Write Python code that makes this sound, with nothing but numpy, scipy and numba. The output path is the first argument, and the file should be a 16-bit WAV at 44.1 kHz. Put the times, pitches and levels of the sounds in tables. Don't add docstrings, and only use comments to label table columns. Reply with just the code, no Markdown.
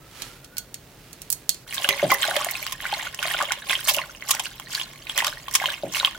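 import sys
import numpy as np
from scipy import signal
from scipy.fft import rfft, irfft
from scipy.io import wavfile
from scipy.ndimage import uniform_filter1d
from numba import njit

SR = 44100
rng = np.random.default_rng(int(sys.argv[2]) if len(sys.argv) > 2 else 0)


def output_pcm(signal):
    pcm = np.clip(np.atleast_2d(signal).T, -1, 1) * 32767
    wavfile.write(sys.argv[1], SR, np.round(pcm).astype(np.int16))


N = 272538
TIME = np.arange(N) / SR
FREQS = np.fft.rfftfreq(N, 1 / SR) + 1
HAND_IN_S, WETTING_S = 1.66, 0.018

# (frequency [Hz], level [dB])
SPRAY_SPECTRUM = [(2500, -13.5), (4000, -6.5), (5200, 4.5), (7000, 5.5), (9000, 0), (11000, 2.5),
                  (13000, -1.5), (16000, -4)]
# (frequency [Hz], level [dB])
SLAP_SPECTRUM = [(250, -54), (450, -39), (650, -16), (1050, 12.5), (1350, -6), (2100, 8.5), (2500, 5.5),
                 (3200, 12), (4500, -4), (7000, -9)]


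def from_db(db):
    return np.exp(np.asarray(db) * (np.log(10) / 20))


def rms_one(x):
    return x / np.sqrt(np.mean(x ** 2) + 1e-20)


def at_hz(points, hz):
    f, value = np.transpose(points)
    return np.interp(np.log(hz), np.log(f), value)


def filtered(x, kind, hz, order):
    return signal.sosfilt(signal.butter(order, hz, kind, fs=SR, output="sos"), x)


def add(out, s, sound):
    i = max(int(s * SR), 0)
    part = sound[..., :max(N - i, 0)]
    out[..., i:i + part.shape[-1]] += part


def swell(start_s, hold_s, rise_db_per_s, fall_db_per_s):
    early, late = np.maximum(start_s - TIME, 0), np.maximum(TIME - start_s - hold_s, 0)
    return from_db(-np.minimum(rise_db_per_s * early + fall_db_per_s * late, 120))


def evened(x, span_s):
    power = uniform_filter1d(np.mean(x ** 2, axis=0), max(int(span_s * SR), 8))
    return x / np.sqrt(np.abs(power) + .05 * power.mean())


def noise(spectrum, grain=1):
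    # (frequency [Hz], correlation [0..1])
    likeness = [(60, 0.98), (130, 1), (300, 0.88), (640, 0.81), (1400, 0.76), (3100, 0.54), (7000, 0.17),
                (15000, 0)]
    alike = np.clip(at_hz(likeness, FREQS), -1, 1)
    mid, side = rfft(rng.standard_normal((2, N)) * grain)
    pair = np.sqrt(1 + alike) * mid + np.sqrt(1 - alike) * side * [[1], [-1]]
    return rms_one(irfft(pair * from_db(at_hz(spectrum, FREQS)), N))


def impacts(per_s, spread_db):
    sizes = from_db(spread_db * np.minimum(rng.exponential(1, N), 4))
    hits = sizes * (rng.random(N) < per_s / SR)
    return signal.lfilter([1], [1, -np.exp(-1 / (0.00095 * SR))], hits + 1e-9)


def struck(modes, spread_db, detune):
    hz, db, t60 = np.transpose(modes)[:, :, None]
    t = TIME[:SR // 5]
    strength = db + spread_db * rng.standard_normal(hz.shape)
    pitch = hz * (1 + detune * rng.standard_normal(hz.shape))
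    phase = rng.standard_normal((2, len(hz), 1)) * np.minimum(hz / 4000, 2)
    return np.sum(from_db(strength - 60 * t / t60) * np.sin(2 * np.pi * pitch * t + phase), axis=1)


def yard_air():
    # (frequency [Hz], level [dB])
    air_spectrum = [(18, -14), (37, 6), (55, 3), (90, -3), (135, 6), (190, -2.5), (300, -3), (600, -7),
                    (1000, -13.5), (1800, -16), (3000, -29), (7000, -32), (16000, -18.5)]
    return from_db(-49.5) * noise(air_spectrum)


def reflections(x, t60, dull_hz):
    t = TIME[:SR // 4]
    mid, side = rng.standard_normal((2, len(t))) * from_db(-60 * t / t60) * (t > .0012)
    side = filtered(side, "high", 1500, order=1)
    response = filtered(mid + side * [[1], [-1]], "low", dull_hz, order=1)
    return signal.fftconvolve(x, response / np.sqrt(2 * np.sum(mid ** 2)), axes=1)[:, :N]


def whistle():
    # (time [s], pitch [Hz], level [dB])
    course = [(0, 1277, -62), (.23, 1357, -54), (.5, 1445, -63), (.59, 1470, -48), (.68, 1450, -75),
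              (.8, 1440, -90)]
    s, hz, db = np.transpose(course)
    flutter = filtered(rng.standard_normal((2, N)), "low", 35, order=2)
    phase = 2 * np.pi * np.cumsum(np.interp(TIME, s, hz)) / SR
    tone = rms_one(flutter[0] * np.sin(phase) + flutter[1] * np.cos(phase))
    return from_db(np.interp(TIME, s, db)) * tone


def cloth():
    # (time of peak [s], level [dB], rise [dB/s], fall [dB/s])
    sweeps = [(.23, -40, 94, 99), (1.1, -51.5, 13.5, 8)]
    # (frequency [Hz], level [dB])
    rustle_spectrum = [(600, 1), (1400, 2), (2500, 4), (4000, 2), (7000, -2), (11000, -5), (16000, -12.5)]
    motion = sum(from_db(db) * swell(s, 0, rise, fall) for s, db, rise, fall in sweeps)
    reaching = np.clip((HAND_IN_S - TIME) / WETTING_S, 0, 1)
    fibres = impacts(per_s=9000, spread_db=2)
    return motion * reaching * noise(rustle_spectrum, fibres) * from_db([[-1.2], [1.2]])


def bangles():
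    # (time [s], level [dB], lowest strongly struck frequency [Hz])
    clinks = [(0.2202, -21, 1930), (0.445, -34, 2900), (0.569, -25, 1610), (0.582, -17.5, 4260),
              (0.7425, -24.5, 2920), (1.13, -32.5, 3600), (1.2178, -28, 4530), (1.302, -12.5, 7500),
              (1.318, -20, 6550), (1.3263, -12.5, 6900), (1.4924, -8, 3300), (1.545, -31, 2800)]
    # (frequency [Hz], level [dB], t60 [s])
    bangle_modes = [(3270, -2, 0.18), (3920, -7, 0.16), (4350, 2, 0.17), (5900, -13, 0.15),
                    (6540, -1, 0.16), (7050, 6, 0.079), (8000, -12, 0.2), (9930, -4, 0.18),
                    (13800, -13, 0.17), (14200, -6, 0.18)]
    out, t = np.zeros((2, N)), TIME[:SR // 5]
    fade = from_db(-60 * t / .016) + from_db(-25 - 60 * t / .16)
    for s, db, low_hz in clinks:
        crack = rng.standard_normal((2, len(t))) * fade
        ring = sum(struck(bangle_modes, spread_db=2.5, detune=.008) for _ in range(2))
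        high_hz = min(2.8 * low_hz + 2500, 17000)
        clink = filtered(crack + from_db(-32.5) * ring, "band", [low_hz, high_hz], order=1)
        clink = filtered(clink, "high", 0.55 * low_hz, order=2)
        knock = filtered(crack[0], "low", 1500, order=1)
        add(out, s, from_db(db + 4) * (clink + from_db(-22) * knock))
    return out * from_db([[-1.8], [1.8]])


def basin_knocks():
    # (time [s], level [dB])
    blows = [(1.8892, -19.5), (1.907, -26.5), (2.114, -19.5), (2.136, -27.5), (2.363, -41), (5.186, -43)]
    # (frequency [Hz], level [dB], t60 [s])
    basin_modes = [(402, -17, 0.27), (497, -13.5, 0.17), (555, -10, 0.2), (1020, -39, 0.094),
                   (1107, -25, 0.2), (2034, 5.5, 0.084), (2262, -13, 0.1), (2710, -22, 0.059),
                   (3000, -29, 0.059), (4460, -12, 0.072), (6200, -13, 0.16), (9900, -14, .1)]
    out = np.zeros((2, N))
    for s, db in blows:
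        add(out, s, from_db(db) * struck(basin_modes, spread_db=2, detune=.004))
    return out


@njit
def ring_bubbles(rows, size, sr):
    out = np.zeros((2, size))
    for k in range(len(rows)):
        s, gain, hz, t60, rise, stereo_phase = rows[k]
        start, decay = max(int(s * sr), 0), np.log(1000.) / t60
        for i in range(min(int(t60 * sr), size - start)):
            t = i / sr
            level = gain * (1 - np.exp(-(1.3 * hz * t) ** 2)) * np.exp(-decay * (t - 1.3 / hz))
            phase = 2 * np.pi * hz * (t + rise * t * (t / t60 / 2 - .2))
            out[0, start + i] += level * np.sin(phase + stereo_phase)
            out[1, start + i] += level * np.sin(phase - stereo_phase)
    return out


def bubbles(s, db, hz, t60, rise):
    stereo_phase = rng.standard_normal(len(s)) * np.minimum(hz / 6000, 1)
    columns = np.broadcast_arrays(s, from_db(db), hz, np.maximum(t60, 4 / hz), rise, stereo_phase)
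    return ring_bubbles(np.column_stack(columns), N, SR)


def pops(pockets, count, gap_s, unevenness, loss_db, scatter_octaves):
    for s, db, hz in pockets:
        for k in range(count):
            delay_s = gap_s * k * (1 + unevenness * (rng.random() - .5))
            octaves = scatter_octaves * min(k, 1) * rng.standard_normal()
            yield s + delay_s, db - loss_db * k, hz * 2 ** octaves


def gulps():
    # (time [s], level [dB], pitch [Hz])
    pockets = [(2.0277, -9.5, 577), (5.8341, -17, 593)]
    # (frequency [Hz], level [dB])
    thud_spectrum = [(50, -30), (90, -8), (125, 9), (165, 2), (260, 5), (400, -3.5), (600, -20),
                     (1000, -46)]
    run = pops(pockets, count=6, gap_s=.009, unevenness=0.39, loss_db=4, scatter_octaves=0.26)
    s, db, hz = np.transpose(list(run))
    shaking, t = np.zeros(N), TIME[:SR // 4]
    for when, size_db in zip(s, db):
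        add(shaking, when, np.minimum(t / 0.0021, 1) * from_db(size_db - 23 - 60 * t / 0.17))
    thud = shaking * evened(noise(thud_spectrum), span_s=0.015)
    return bubbles(s, db, hz, t60=0.026, rise=0.053) + filtered(thud + 1e-18, "high", 90, order=4)


def plops(ring_cycles=26.6, snap_db=-14, snap_t60_s=0.018):
    # (time [s], level [dB], pitch [Hz])
    loud_bubbles = [(1.7805, -12, 3560), (1.8444, -5.5, 2920), (1.9075, -12, 2300), (1.9948, -16, 2130),
                    (2.119, -6, 1076), (2.2308, -7, 3120), (2.2409, -12, 1530), (2.2825, -19, 660),
                    (2.366, -17, 590), (2.4659, -20.5, 700), (2.4872, -16, 2020), (2.5533, -16, 2480),
                    (2.8534, -16, 1520), (2.9272, -16.5, 847), (2.939, -12.5, 4260), (3.1903, -16, 3040),
                    (3.228, -16, 1490), (3.3013, -19, 3000), (3.3444, -15, 1460), (3.403, -15, 1037),
                    (3.4151, -13, 1190), (3.517, -21, 973), (3.6966, -9, 3480), (3.709, -11, 2580),
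                    (3.7309, -20, 1950), (3.7533, -9.5, 3110), (3.9462, -10.5, 2820), (3.97, -23, 630),
                    (3.985, -10, 2770), (4.016, -18.5, 2020), (4.2235, -21.5, 2060), (4.399, -30, 740),
                    (4.456, -18, 2900), (4.7504, -8.5, 4450), (4.7984, -14, 3050), (4.814, -14, 3340),
                    (5.069, -23, 2470), (5.097, -12, 3300), (5.1782, -9, 1970), (5.1858, -7.5, 3310),
                    (5.204, -10.5, 1930), (5.224, -16, 970), (5.267, -16.5, 1193), (5.481, -23.5, 1083),
                    (5.6, -16, 2110), (5.615, -22, 768), (5.64, -14, 1010), (5.658, -7, 3090),
                    (5.7029, -14, 3400), (5.7406, -18, 2750), (5.9995, -7.5, 3890), (6.03, -18, 1010),
                    (6.048, 0, 3140), (6.075, -21.5, 1100)]
    s, db, hz = np.transpose(loud_bubbles)
    snap = np.zeros(N)
    for when, size_db in zip(s, db):
        add(snap, when, from_db(size_db + snap_db - 60 * TIME[:SR // 20] / snap_t60_s))
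    ringing = bubbles(s, db + .5, hz, t60=ring_cycles / hz, rise=0.11 * rng.random(len(s)))
    return ringing + snap * noise(SLAP_SPECTRUM)


def splashes(mist_above_hz=11300):
    # (time [s], length [s], body [dB], spray [dB], finest mist relative to spray [dB])
    slaps = [(1.742, .0094, -47, -28, 5), (1.775, 0.0026, -53, -42, -3), (1.889, 0.0035, -13.5, -15, 5),
             (2.1163, 0.0019, -20, -21, 11), (2.138, 0.0085, -46, -25.5, 14),
             (2.364, 0.0048, -19.5, -22, -6), (2.446, 0.0016, -24.5, -16.5, 7.5),
             (2.499, 0.00086, -48, -31, 0), (2.509, 0.008, -56, -30, 13.5), (2.666, 0.00033, -22, -29, -7),
             (2.721, 0.012, -32.5, -29, 5), (3.145, 0.0036, -39, -28.5, -5), (3.226, 0.0055, -41, -28, -7),
             (3.425, 0.0029, -39, -25.5, -1), (3.52, 0.004, -22, -18.5, -7),
             (3.881, 0.027, -22, -21.5, 8.5), (3.934, 0.023, -47, -28, 8), (3.965, .0023, -46, -20.5, 5),
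             (4.285, 0.019, -39, -25, -2), (4.306, 0.013, -24, -15, 4.5), (4.349, 0.0039, -30, -23.5, 5),
             (4.395, .0086, -27, -23, -9), (4.598, 0.0021, -31, -33.5, 4), (4.747, 0.003, -33, -26, -3),
             (5.093, .003, -45, -38, -4), (5.176, 0.0038, -25, -19.5, 4), (5.187, 0.0096, -25.5, -37, 0),
             (5.245, 0.0048, -23, -21, -7), (5.267, 0.0055, -26, -20, -3), (5.483, .003, -31.5, -52, 0),
             (5.511, 0.0023, -47, -28, -3), (5.538, 0.0082, -45, -20.5, 0), (5.551, 0.0097, -21, -10, -7),
             (6.058, 0.0019, -41, -21, 7)]
    gains, t = np.zeros((3, N)), TIME[:SR // 10]
    for s, length, body_db, spray_db, mist_db in slaps:
        attack = np.minimum(t / (.12 * length), 1)
        decay = from_db(-60 * np.maximum(t - .6 * length, 0) / (.003 + 1.6 * length))
        add(gains, s, from_db([[body_db + 5], [spray_db + .5], [spray_db + mist_db + .5]]) * attack * decay)
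    body_gain, spray_gain, mist_gain = gains
    grain = impacts(per_s=6000, spread_db=2.5)
    drops = evened(noise(SPRAY_SPECTRUM, grain), span_s=0.0072)
    mist = irfft(rfft(drops) / (1 + (mist_above_hz / FREQS) ** 10), N)
    spray = (spray_gain * (drops - mist) + mist_gain * mist) * from_db([[-.8], [.8]])
    body = body_gain * evened(noise(SLAP_SPECTRUM, grain), span_s=0.0029)
    return filtered(body + spray + 1e-18, "high", 380, order=2)


def froth(low_hz, high_hz, count, cycles, spread_db, rise):
    when, pitch, size, life, lift = rng.random((count, 5)).T
    s = HAND_IN_S + when * (N / SR - HAND_IN_S)
    hz = low_hz * (high_hz / low_hz) ** pitch
    db = -spread_db * np.log(size + .01)
    return evened(bubbles(s, db, hz, t60=cycles * (.5 + life) / hz, rise=rise * lift), span_s=0.083)


def churn():
    # (time [s], length [s], large bubbles [dB], small bubbles [dB], spray [dB])
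    strokes = [(1.713, 0.14, -58, -34, -40.5), (1.815, 0.24, -37.5, -31, -43.5),
               (2.109, 0.023, -28, -24.5, -33), (2.221, 0.032, -44, -24.5, -32.5),
               (2.263, 0.16, -32, -29, -39), (2.452, 0.25, -45, -35, -42), (2.824, 0.25, -42.5, -31, -45.5),
               (3.802, 0.0091, -58, -44, -39), (3.225, 0.11, -35, -26, -39), (3.38, 0.057, -35, -25.5, -43),
               (3.514, 0.0081, -36, -26, -46), (3.706, 0.032, -37.5, -23.5, -34),
               (3.878, 0.036, -35, -33.5, -28), (3.983, 0.016, -31, -32, -45),
               (4.294, 0.06, -36.5, -31, -37), (4.445, 0.017, -71, -37, -39), (4.717, 0.1, -61, -33.5, -39),
               (5.106, 0.012, -69, -34, -44.5), (5.191, 0.0067, -33.5, -24.5, -31.5),
               (5.268, 0.008, -33.5, -28.5, -32.5), (5.556, 0.0066, -51, -26.5, -33),
               (5.62, 0.11, -41, -30.5, -43.5), (5.959, 0.016, -44.5, -24, -29),
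               (6.036, 0.042, -38.5, -30, -48)]
    restless_gain = from_db([[-59], [-48], [-54.5]])
    trickle_gain = from_db([[-13], [-6], [-12.5]])
    power = restless_gain ** 2
    for s, length, *levels_db in strokes:
        push = swell(s, length, rise_db_per_s=370, fall_db_per_s=408)
        trickle = trickle_gain * swell(s, length, rise_db_per_s=370, fall_db_per_s=105)
        power = power + (from_db(levels_db)[:, None] * np.maximum(push, trickle)) ** 2
    return np.sqrt(power) * np.clip((TIME - HAND_IN_S) / WETTING_S, 0, 1)


def stirring():
    large_gain, small_gain, spray_gain = churn()
    large = froth(low_hz=540, high_hz=1550, count=1100, cycles=24, spread_db=5.3, rise=.35)
    small = froth(low_hz=1473, high_hz=4100, count=2000, cycles=32, spread_db=7.5, rise=0.39)
    pings = froth(low_hz=3970, high_hz=15400, count=7000, cycles=64, spread_db=6, rise=0.3)
    lapping = evened(noise(SLAP_SPECTRUM, impacts(per_s=600, spread_db=4.5)), span_s=.04)
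    patter = evened(noise(SPRAY_SPECTRUM, impacts(per_s=500, spread_db=6)), span_s=.1)
    return (large_gain * from_db(-2) * large
            + small_gain * (from_db(-4) * small + from_db(-6) * lapping)
            + spray_gain * (from_db(2.04) * pings + from_db(-2.5) * patter) * from_db([[-.6], [.6]]))


def scene():
    near = stirring() + plops() + splashes() + gulps() + basin_knocks() + bangles()
    wall_echoes = from_db(-13) * reflections(near, t60=.4, dull_hz=4000)
    close_echoes = from_db(-4) * reflections(near, t60=0.062, dull_hz=6740)
    return near + close_echoes + wall_echoes + cloth() + whistle() + yard_air()


def record(dry):
    # (frequency [Hz], level [dB])
    balance = [(200, -.5), (700, 1.5), (1300, 1), (2300, -5), (4400, -0.5), (8000, 0.5), (15000, -10.5)]
    lean = from_db(at_hz(balance, FREQS) / 2 * np.array([[1], [-1]]))
    heard = irfft(rfft(dry) * lean / np.sqrt(np.mean(lean ** 2, axis=0)), N)
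    heard = filtered(heard, "high", 29, order=4)
    top_cut = signal.ellip(10, .1, 70, 16000, fs=SR, output="sos")
    return signal.sosfilt(top_cut, np.clip(heard, -1, 1))


dry = scene()
out = record(dry)
output_pcm(out)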